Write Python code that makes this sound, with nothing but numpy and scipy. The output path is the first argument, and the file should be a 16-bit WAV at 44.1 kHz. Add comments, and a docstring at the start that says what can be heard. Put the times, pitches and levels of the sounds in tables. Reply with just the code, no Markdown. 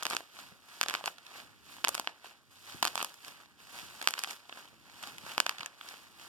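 """A hand wrings a sheet of bubble wrap in six squeezes, close to a phone in a quiet room.
The film rustles from the start as creases buckle; air cells burst in volleys near 0, 0.8 and 1.8 s.
Between volleys the fingers regrip, and the sheet slides and bumps on cloth. A faint hum swells at 2.4 s
and fades under the fourth volley at 2.8 s; the last two follow at 4.0 and 5.4 s. Throughout, the phone
widens its stereo picture by feeding each port, late, to the other side, inverted into the left."""
import sys
import numpy as np
from scipy import signal
from scipy.fft import rfft, irfft
from scipy.io import wavfile
from scipy.ndimage import uniform_filter1d

SR = 44100
rng = np.random.default_rng(int(sys.argv[2]) if len(sys.argv) > 2 else 0)


def output_pcm(signal):
    """Save a mono or channel-first signal as 16-bit PCM at the path in sys.argv[1].

    Samples are clipped to [-1, 1] before scaling.
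    """
    pcm = np.clip(np.atleast_2d(signal).T, -1, 1) * 32767
    wavfile.write(sys.argv[1], SR, np.round(pcm).astype(np.int16))


N = 276948
TIME = np.arange(N) / SR


def amp(db):
    return 10 ** (np.asarray(db) / 20)


def unit_rms(x):
    return x / np.sqrt(np.mean(x ** 2) + 1e-20)


def curve(points, hz):
    """Interpolates (f/Hz, value) points over log frequency."""
    f, value = np.transpose(points)
    return np.interp(np.log(hz + 1), np.log(f + 1), value)


def add(mix, start_s, sound):
    """Mixes in a two-port sound; negative starts move to 0."""
    part = mix[:, max(round(start_s * SR), 0):][:, :sound.shape[1]]
    part += sound[:, :part.shape[1]]


def click(*spectra, size=2048):
    """Minimum-phase, unit-energy pulse shaped by the sum of (f/Hz, level/dB) curves."""
    hz = np.fft.rfftfreq(size, 1 / SR)
    cepstrum = irfft(np.log(amp(sum(curve(points, hz) for points in spectra))))
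    cepstrum[1:size // 2] *= 2
    cepstrum[size // 2 + 1:] = 0
    pulse = irfft(np.exp(rfft(cepstrum)))
    return pulse / np.linalg.norm(pulse)


def colour(x, spectrum):
    """Causal filter on both ports."""
    return signal.oaconvolve(x, click(spectrum)[None], axes=1)[:, :x.shape[1]]


def delay(x, ms):
    """Circular fractional delay."""
    hz = np.fft.rfftfreq(len(x), 1 / SR)
    return irfft(rfft(x) * np.exp(-2j * np.pi * hz * ms / 1000), len(x))


def diffuse(pair):
    """Correlates two independent signals as at two nearby ports, most near 1 kHz."""
    # diffuse-field likeness of the ports: f/Hz, correlation
    correlation = [(30, .05), (110, 0.15), (300, 0.55), (1000, 1), (3000, 0.21), (5000, 0.067),
                   (8000, 0.042), (15000, 0.071)]
    left, right = rfft(pair)
    alike = curve(correlation, np.fft.rfftfreq(pair.shape[1], 1 / SR))
    return irfft([alike * right + np.sqrt(1 - alike ** 2) * left, right], pair.shape[1])


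def swell(peak_s, level_db, rise_s, release_s):
    """Power of one movement: exponential rise and release."""
    late_s = TIME - peak_s
    time_constants = np.maximum(-late_s / rise_s, late_s / release_s)
    return amp(level_db) ** 2 * np.exp(-2 * np.minimum(time_constants, 20))


def fingers(rest_db=-69.5):
    """Strokes sum over the settling film; returns effort (amplitude) and power-weighted brightness/dB."""
    # finger presses and slides: peak t/s, level/dB, rise/s, release/s, brightness/dB
    strokes = [(0.005, -43.5, .02, 0.02, -4.5), (0.119, -40.5, 0.054, 0.063, 1),
               (0.40, -50, 0.065, 0.099, 2.5), (0.70, -56.5, 0.032, 0.17, 0), (0.82, -51, 0.11, .06, 4.5),
               (0.94, -43, 0.06, 0.065, -1.5), (1.068, -42.5, 0.017, 0.034, 3),
               (1.382, -47.5, 0.12, 0.079, -1), (1.73, -53, 0.077, .13, 5.5), (1.93, -48.5, 0.053, 0.15, 2),
               (2.09, -48.5, .015, 0.04, -12), (2.26, -49.5, 0.027, 0.056, -2),
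               (2.512, -62.5, .005, 0.13, 8), (2.701, -51, 0.089, 0.24, 5), (2.84, -41, 0.0091, 0.068, 1),
               (2.99, -43, 0.027, 0.07, 5), (3.281, -50.5, 0.072, 0.061, 4.5),
               (3.41, -54.5, 0.11, 0.057, -2), (3.60, -54.5, .012, .08, 2),
               (3.769, -47.5, 0.068, 0.22, 3.5), (4.06, -48, 0.12, 0.17, 2.5), (4.19, -47, 0.029, 0.066, 3),
               (4.31, -44.5, 0.052, 0.039, 4), (4.59, -49, 0.084, 0.082, -0.5),
               (5.08, -46.5, 0.14, 0.074, 0), (5.30, -45.5, 0.099, 0.12, 1),
               (5.481, -44.5, 0.019, 0.12, -4), (5.62, -48, 0.048, 0.064, -6.5),
               (5.881, -50, 0.082, 0.17, 2.5), (6.21, -52, .045, 0.31, 2.5)]
    power, weighted_bright = np.full(N, amp(rest_db) ** 2), np.zeros(N)
    for *shape, bright_db in strokes:
        stroke = swell(*shape)
        power += stroke
        weighted_bright += bright_db * stroke
    return np.sqrt(power), weighted_bright / power


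def creases(per_s_at_1khz=230, spread_db=5.0, fall_db_per_oct=0.05, q=1.47):
    """Folds buckle at random, each size ticking at its own pitch; small folds are the most common."""
    out = np.zeros((2, N))
    for hz in np.geomspace(350, 14000, 12):
        per_s = per_s_at_1khz * np.sqrt(hz / 1000)
        band_spread_db = spread_db - fall_db_per_oct * np.log2(hz / 1000)
        strength = amp(band_spread_db * np.minimum(rng.exponential(1, N), 3.5))
        kicks = unit_rms(strength * (rng.random(N) < per_s / SR))
        resonance = signal.iirpeak(hz, q, fs=SR)
        out += signal.lfilter(*resonance, kicks * rng.choice([-1., 1.], (2, N)))
    return unit_rms(out)


def rustle(effort, bright_db, gain_db=0.5, rub_db=0.5, flicker_db=0.76):
    """Tiny creases snap over the hiss of film sliding on film."""
    # creasing film: f/Hz, level/dB
    film_spectrum = [(60, -12), (200, -8), (480, -9), (800, -2), (1250, -1), (2000, -1.5), (3000, -2.5),
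                     (4500, -4.5), (6200, -10), (8500, -13), (12000, -15), (14800, -17.5), (16000, -28)]
    rub = amp(rub_db) * rng.standard_normal((2, N))
    stick_slip = amp(flicker_db * unit_rms(uniform_filter1d(rng.standard_normal(N), size=700)))
    film = unit_rms(colour(diffuse(creases() + rub), film_spectrum)) * stick_slip
    treble = signal.sosfiltfilt(signal.butter(1, 3500, "high", fs=SR, output="sos"), film)
    film += treble * (amp(bright_db) - 1)  # taut film is brighter
    return film * effort * amp(gain_db)


def pops(events, flutter_db=-0.5, flutter_s=0.0016, lead_ms=0.067, wander_ms=0.053, size=1024):
    """Each cell lets go in one pressure pulse; the slack film flutters just after it."""
    # bursting air cell: f/Hz, level/dB
    burst_spectrum = [(40, -20), (120, -18.5), (300, -12.5), (500, -12.5), (750, -4), (1100, -0.5),
                      (1700, -2.5), (3300, -4.5), (5000, -6.5), (7000, -11), (11000, -16.5), (14500, -23.5),
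                      (16500, -35.5)]
    out, t = np.zeros((2, N)), np.arange(size) / SR
    flutter_envelope = np.exp(-t / flutter_s) * (1 - np.exp(-t / 0.00016))
    for start_s, energy_db, bright_db, body_db in events:
        # hard bursts tear cleanly, weak ones flutter
        torn_db = -11 - 0.98 * energy_db + 2.5 * rng.standard_normal()
        ragged = min(amp(torn_db), 1)
        # small tight cells crack, large slack ones knock
        shade = [(200, 0.92 * body_db), (800, body_db), (1700, 0), (3300, 0), (8500, bright_db)]
        # a ragged tear ripples the spectrum
        tear = np.transpose([np.geomspace(1500, 16000, 12), 3 * ragged * rng.standard_normal(12)])
        pulse = click(burst_spectrum, shade, tear)
        spikes = diffuse(rng.standard_normal((2, size)) ** 3 * flutter_envelope)
        flutter = signal.fftconvolve(spikes, pulse[None], axes=1)[:, :len(pulse)]
        flutter *= amp(torn_db + flutter_db) / np.linalg.norm(flutter[1])
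        left, right = np.pad(pulse + flutter, ((0, 0), (size, 0)))
        left = delay(left, -lead_ms + wander_ms * ragged * rng.standard_normal())  # left port is nearer
        add(out, start_s - size / SR, amp(energy_db) * np.array([left, right]) / np.linalg.norm(right))
    return out


def fold_snaps(effort, firm_db=-45, firm_per_s=32, over_effort_db=26):
    """Events for pops(): the harder the press, the more small folds give way, and the louder."""
    at = np.flatnonzero(rng.random(N) < firm_per_s / SR * effort / amp(firm_db))
    strength, bright, body = rng.standard_normal((N, 3))[at].T
    energy_db = 20 * np.log10(effort[at]) + over_effort_db + 3 * strength
    bright_db, body_db = bright - 10.5, body + 0.5
    return list(zip(at / SR, energy_db, bright_db, body_db))


def shuffle(effort, gain_db=10.0, stop_s=0.13, rest_db=-89.5, drag_db=-36):
    """The sheet slides dully over cloth to a new grip and drags a little with every stroke."""
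    # regripping slides: peak t/s, relative level/dB, rise/s
    slides = [(0.44, -72.5, .1), (0.85, -78.5, 0.28), (1.5, -76, 0.14), (1.88, -71.5, 0.52),
              (2.88, -72.5, 0.36), (3.33, -77, .2), (3.9, -71.5, 0.39), (4.74, -80, 0.07),
              (5.26, -69.5, 0.47), (6.27, -74, 0.5)]
    # sheet on cloth: f/Hz, level/dB
    slide_spectrum = [(20, -11), (45, -10), (90, -1.5), (170, -6), (300, -6.5), (600, -22.5), (2000, -18),
                      (16000, -85)]
    power = sum(swell(*slide, stop_s) for slide in slides)
    power += amp(rest_db) ** 2 + (amp(drag_db) * effort) ** 2
    friction = unit_rms(colour(diffuse(rng.standard_normal((2, N))), slide_spectrum))
    return friction * np.sqrt(power) * amp(gain_db)


def hand_bumps(gain_db=-4.0, decay_s=0.01, scuff_db=11.0, size=4096):
    """Each soft bump of the hand is one push and a short scuff."""
    # hand contacts: t/s, relative energy/dB
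    bumps = [(0.44, -33), (0.518, -24), (2.746, -17.5), (3.275, -28), (3.83, -23), (4.729, -29),
             (5.131, -25), (5.235, -26), (5.597, -23)]
    # soft bump: f/Hz, level/dB
    bump_spectrum = [(25, -16), (60, -11), (120, -2), (260, -8.5), (600, -16), (2000, -25), (16000, -69)]
    out = np.zeros((2, N))
    fade = np.exp(-np.arange(size) / SR / decay_s)
    for start_s, energy_db in bumps:
        scuff = diffuse(rng.standard_normal((2, size)) * fade) / np.linalg.norm(fade)
        bump = colour(signal.unit_impulse(size) + amp(scuff_db) * scuff, bump_spectrum)
        add(out, start_s, amp(energy_db + gain_db) * bump / np.linalg.norm(bump[1]))
    return out


def hum(centre_hz=98.6, half_width_hz=9):
    """Narrow-band noise: a faint, wavering hum that comes and goes."""
    # hum envelope: t/s, level/dB
    levels = [(0, -112), (2.2, -100), (2.45, -71), (2.8, -70.5), (3.1, -81), (6.28, -106)]
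    hz = np.fft.rfftfreq(N, 1 / SR)
    band = 1 / (1 + ((hz - centre_hz) / half_width_hz) ** 4)
    tone = unit_rms(irfft(rfft(rng.standard_normal(N)) * band, N))
    return tone * amp(np.interp(TIME, *np.transpose(levels)))


def room(near, wet_db=-20.5, gap_s=0.004, size=26000):
    """Dense weak reflections, the treble dying first."""
    # reverberation time: f/Hz, T60/s
    t60 = [(100, 0.36), (500, 0.34), (2000, 0.2), (6000, 0.16), (15000, 0.25)]
    # reflection colour: f/Hz, level/dB
    tail_spectrum = [(100, 6.5), (500, 5.5), (1200, -6.5), (3000, -0.5), (7000, 0), (15000, -5.5)]
    hz, t, noise = signal.stft(diffuse(rng.standard_normal((2, size))), SR, nperseg=256)
    decay_db = -60 * t / curve(t60, hz)[:, None]
    tail = signal.istft(noise * amp(decay_db + curve(tail_spectrum, hz)[:, None]), SR, nperseg=256)[1]
    tail *= np.clip(np.arange(tail.shape[1]) / SR / gap_s - 1, 0, 1)
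    return amp(wet_db) * signal.fftconvolve(near[1:], tail / np.linalg.norm(tail[1]), axes=1)[:, :N]


def scene():
    """Wrap and hand near the ports, their reflections, and the distant hum."""
    # cells of the six squeezes, lone snaps between: t/s, energy/dB, brightness/dB, body/dB
    cells = [(0.026, -9, -8, 0.5), (0.0317, -10, 10, 5), (0.0538, -4, -3.5, -2), (0.0601, -14, -14, 13),
             (0.0668, -5, -2, 0), (0.1011, -11.5, 13, 9), (0.1097, -7, -7, 8), (0.1335, -8.5, -8, 11),
             (0.1497, -10.5, -1, 10), (0.167, -2.5, -1.5, -6), (0.2056, -19.5, -14, 11),
             (0.3892, -20, 1, 12), (0.8129, 2.5, -0.5, -5), (0.8311, -4, 3.5, -6.5),
             (0.8362, -5.5, -3, -12), (0.8612, -13, -12, 7), (0.8848, -5, 1, -34), (0.8903, -13.5, -1, 6),
             (0.8983, -6.5, -1, -8), (0.9088, -9.5, -6, 2), (0.94, -4, -4, 1), (0.9507, -4.5, -13, -3.5),
             (1.0094, -19.5, -16, 15), (1.0407, -12.5, -16, 6), (1.0592, -7, 6.5, -6),
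             (1.0759, -9.5, -5, -9), (1.0784, -5, -38, 3.5), (1.1827, -22.5, -8, -14),
             (1.266, -23, -1, -14), (1.8433, -2.5, -9, -2.5), (1.8479, 3, -4, -6.5),
             (1.873, -6.5, -12, 5.5), (1.8834, -2, 15, 0), (1.8905, -3.5, 12.5, 5.5), (1.9455, -10, 3, -6),
             (1.9509, -5, 10, 2), (1.979, -10.5, -7, 0), (1.9973, -5.5, 9.5, 10.5),
             (2.0738, -2.5, -21, -3.5), (2.2447, -22.5, -3, 12), (2.827, -0.5, 4.5, -1),
             (2.828, 0.5, -1.5, 8), (2.8311, -5.5, -1, -5), (2.8446, -8, 3, -8), (2.8523, 0, 4, 1),
             (2.8634, -16, -1, 19), (2.8734, -6, 2.5, -5.5), (2.879, -6.5, 1, -8), (2.9557, -4.5, 5.5, 6),
             (2.9777, -5.5, -5, 2), (2.994, -13, -1, -6), (3.0036, -10, -21, 0), (3.0137, -8.5, -23.5, -7),
             (3.0277, -6, 7, 4), (3.0465, -8, 4.5, -6.5), (3.141, -25.5, 11, -5), (3.2476, -19.5, -3, -31),
             (3.2815, -19, 9, -2), (4.0149, -11, -5.5, -2), (4.0263, -13.5, 1, 3), (4.0744, 7.5, -2.5, -9),
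             (4.0865, -5, 0, -6), (4.1078, -11, 7, -4), (4.1385, -5.5, -4.5, -11), (4.18, -11.5, -20, -2),
             (4.1915, -8, 1, -5), (4.2374, -4, 3, -3), (4.2454, -9, -11, 2), (4.2741, -16.5, -6, 6.5),
             (4.3087, -13.5, -5, -22), (4.4945, -19, -21, -6), (4.5254, -17, -33, -1),
             (5.0277, -20, 6.5, 2.5), (5.0384, -18, -4, -12), (5.073, -18, 5, 3.5), (5.1827, -18.5, -1, -6),
             (5.38, 1, -8.5, 1.5), (5.4024, 6, 0.5, -6), (5.4618, -14, -17, 4), (5.465, -1.5, -4.5, -1),
             (5.494, -1.5, -1.5, -5.5), (5.5839, -15.5, -11, -14), (5.6094, -15.5, -14, -12),
             (5.6315, -13, -22, 1), (5.6606, -11, 4, 0), (5.8115, -17.5, -27, -1), (5.8876, -17.5, -2, -29)]
    effort, bright_db = fingers()
    handling = rustle(effort, bright_db) + shuffle(effort) + hand_bumps()
    near = handling + pops(cells + fold_snaps(effort))
    return near + room(near) + hum()


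def record(dry, to_left_ms=0.4845, to_right_ms=0.697, to_right_gain=0.076,
           low_cut_hz=37.0, high_cut_hz=16600, ceiling=0.92):
    """Delayed cross-feed widens the picture and combs the left; then low cut, soft clip, band limit."""
    # left port into left channel: f/Hz, gain/dB
    own_gain = [(40, -7), (120, -3), (220, 0), (330, -0.5), (550, 1), (1000, -6.5), (2000, -8.5),
                (4000, -8), (7500, -1), (14000, 0.5)]
    # right port into left channel: f/Hz, gain/dB
    cross_gain = [(40, -0.5), (120, -3.5), (220, -11.5), (330, -33), (550, -16), (1000, -5.5), (2000, -1),
                  (4000, -4.5), (7500, -6.5), (14000, -11)]
    left, right = dry
    hz = np.fft.rfftfreq(N, 1 / SR)
    own = amp(curve(own_gain, hz)) * rfft(left)
    cross = amp(curve(cross_gain, hz)) * rfft(delay(right, to_left_ms))
    wide = np.array([irfft(own - cross, N), right + to_right_gain * delay(left, to_right_ms)])
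    wide = signal.sosfilt(signal.butter(2, low_cut_hz, "high", fs=SR, output="sos"), wide)
    clipped = wide / (1 + (wide / ceiling) ** 4) ** .25
    low_pass = signal.firwin(401, high_cut_hz, window=("kaiser", 9), fs=SR)
    return signal.oaconvolve(clipped, low_pass[None], "same", axes=1)


dry = scene()
out = record(dry)
output_pcm(out)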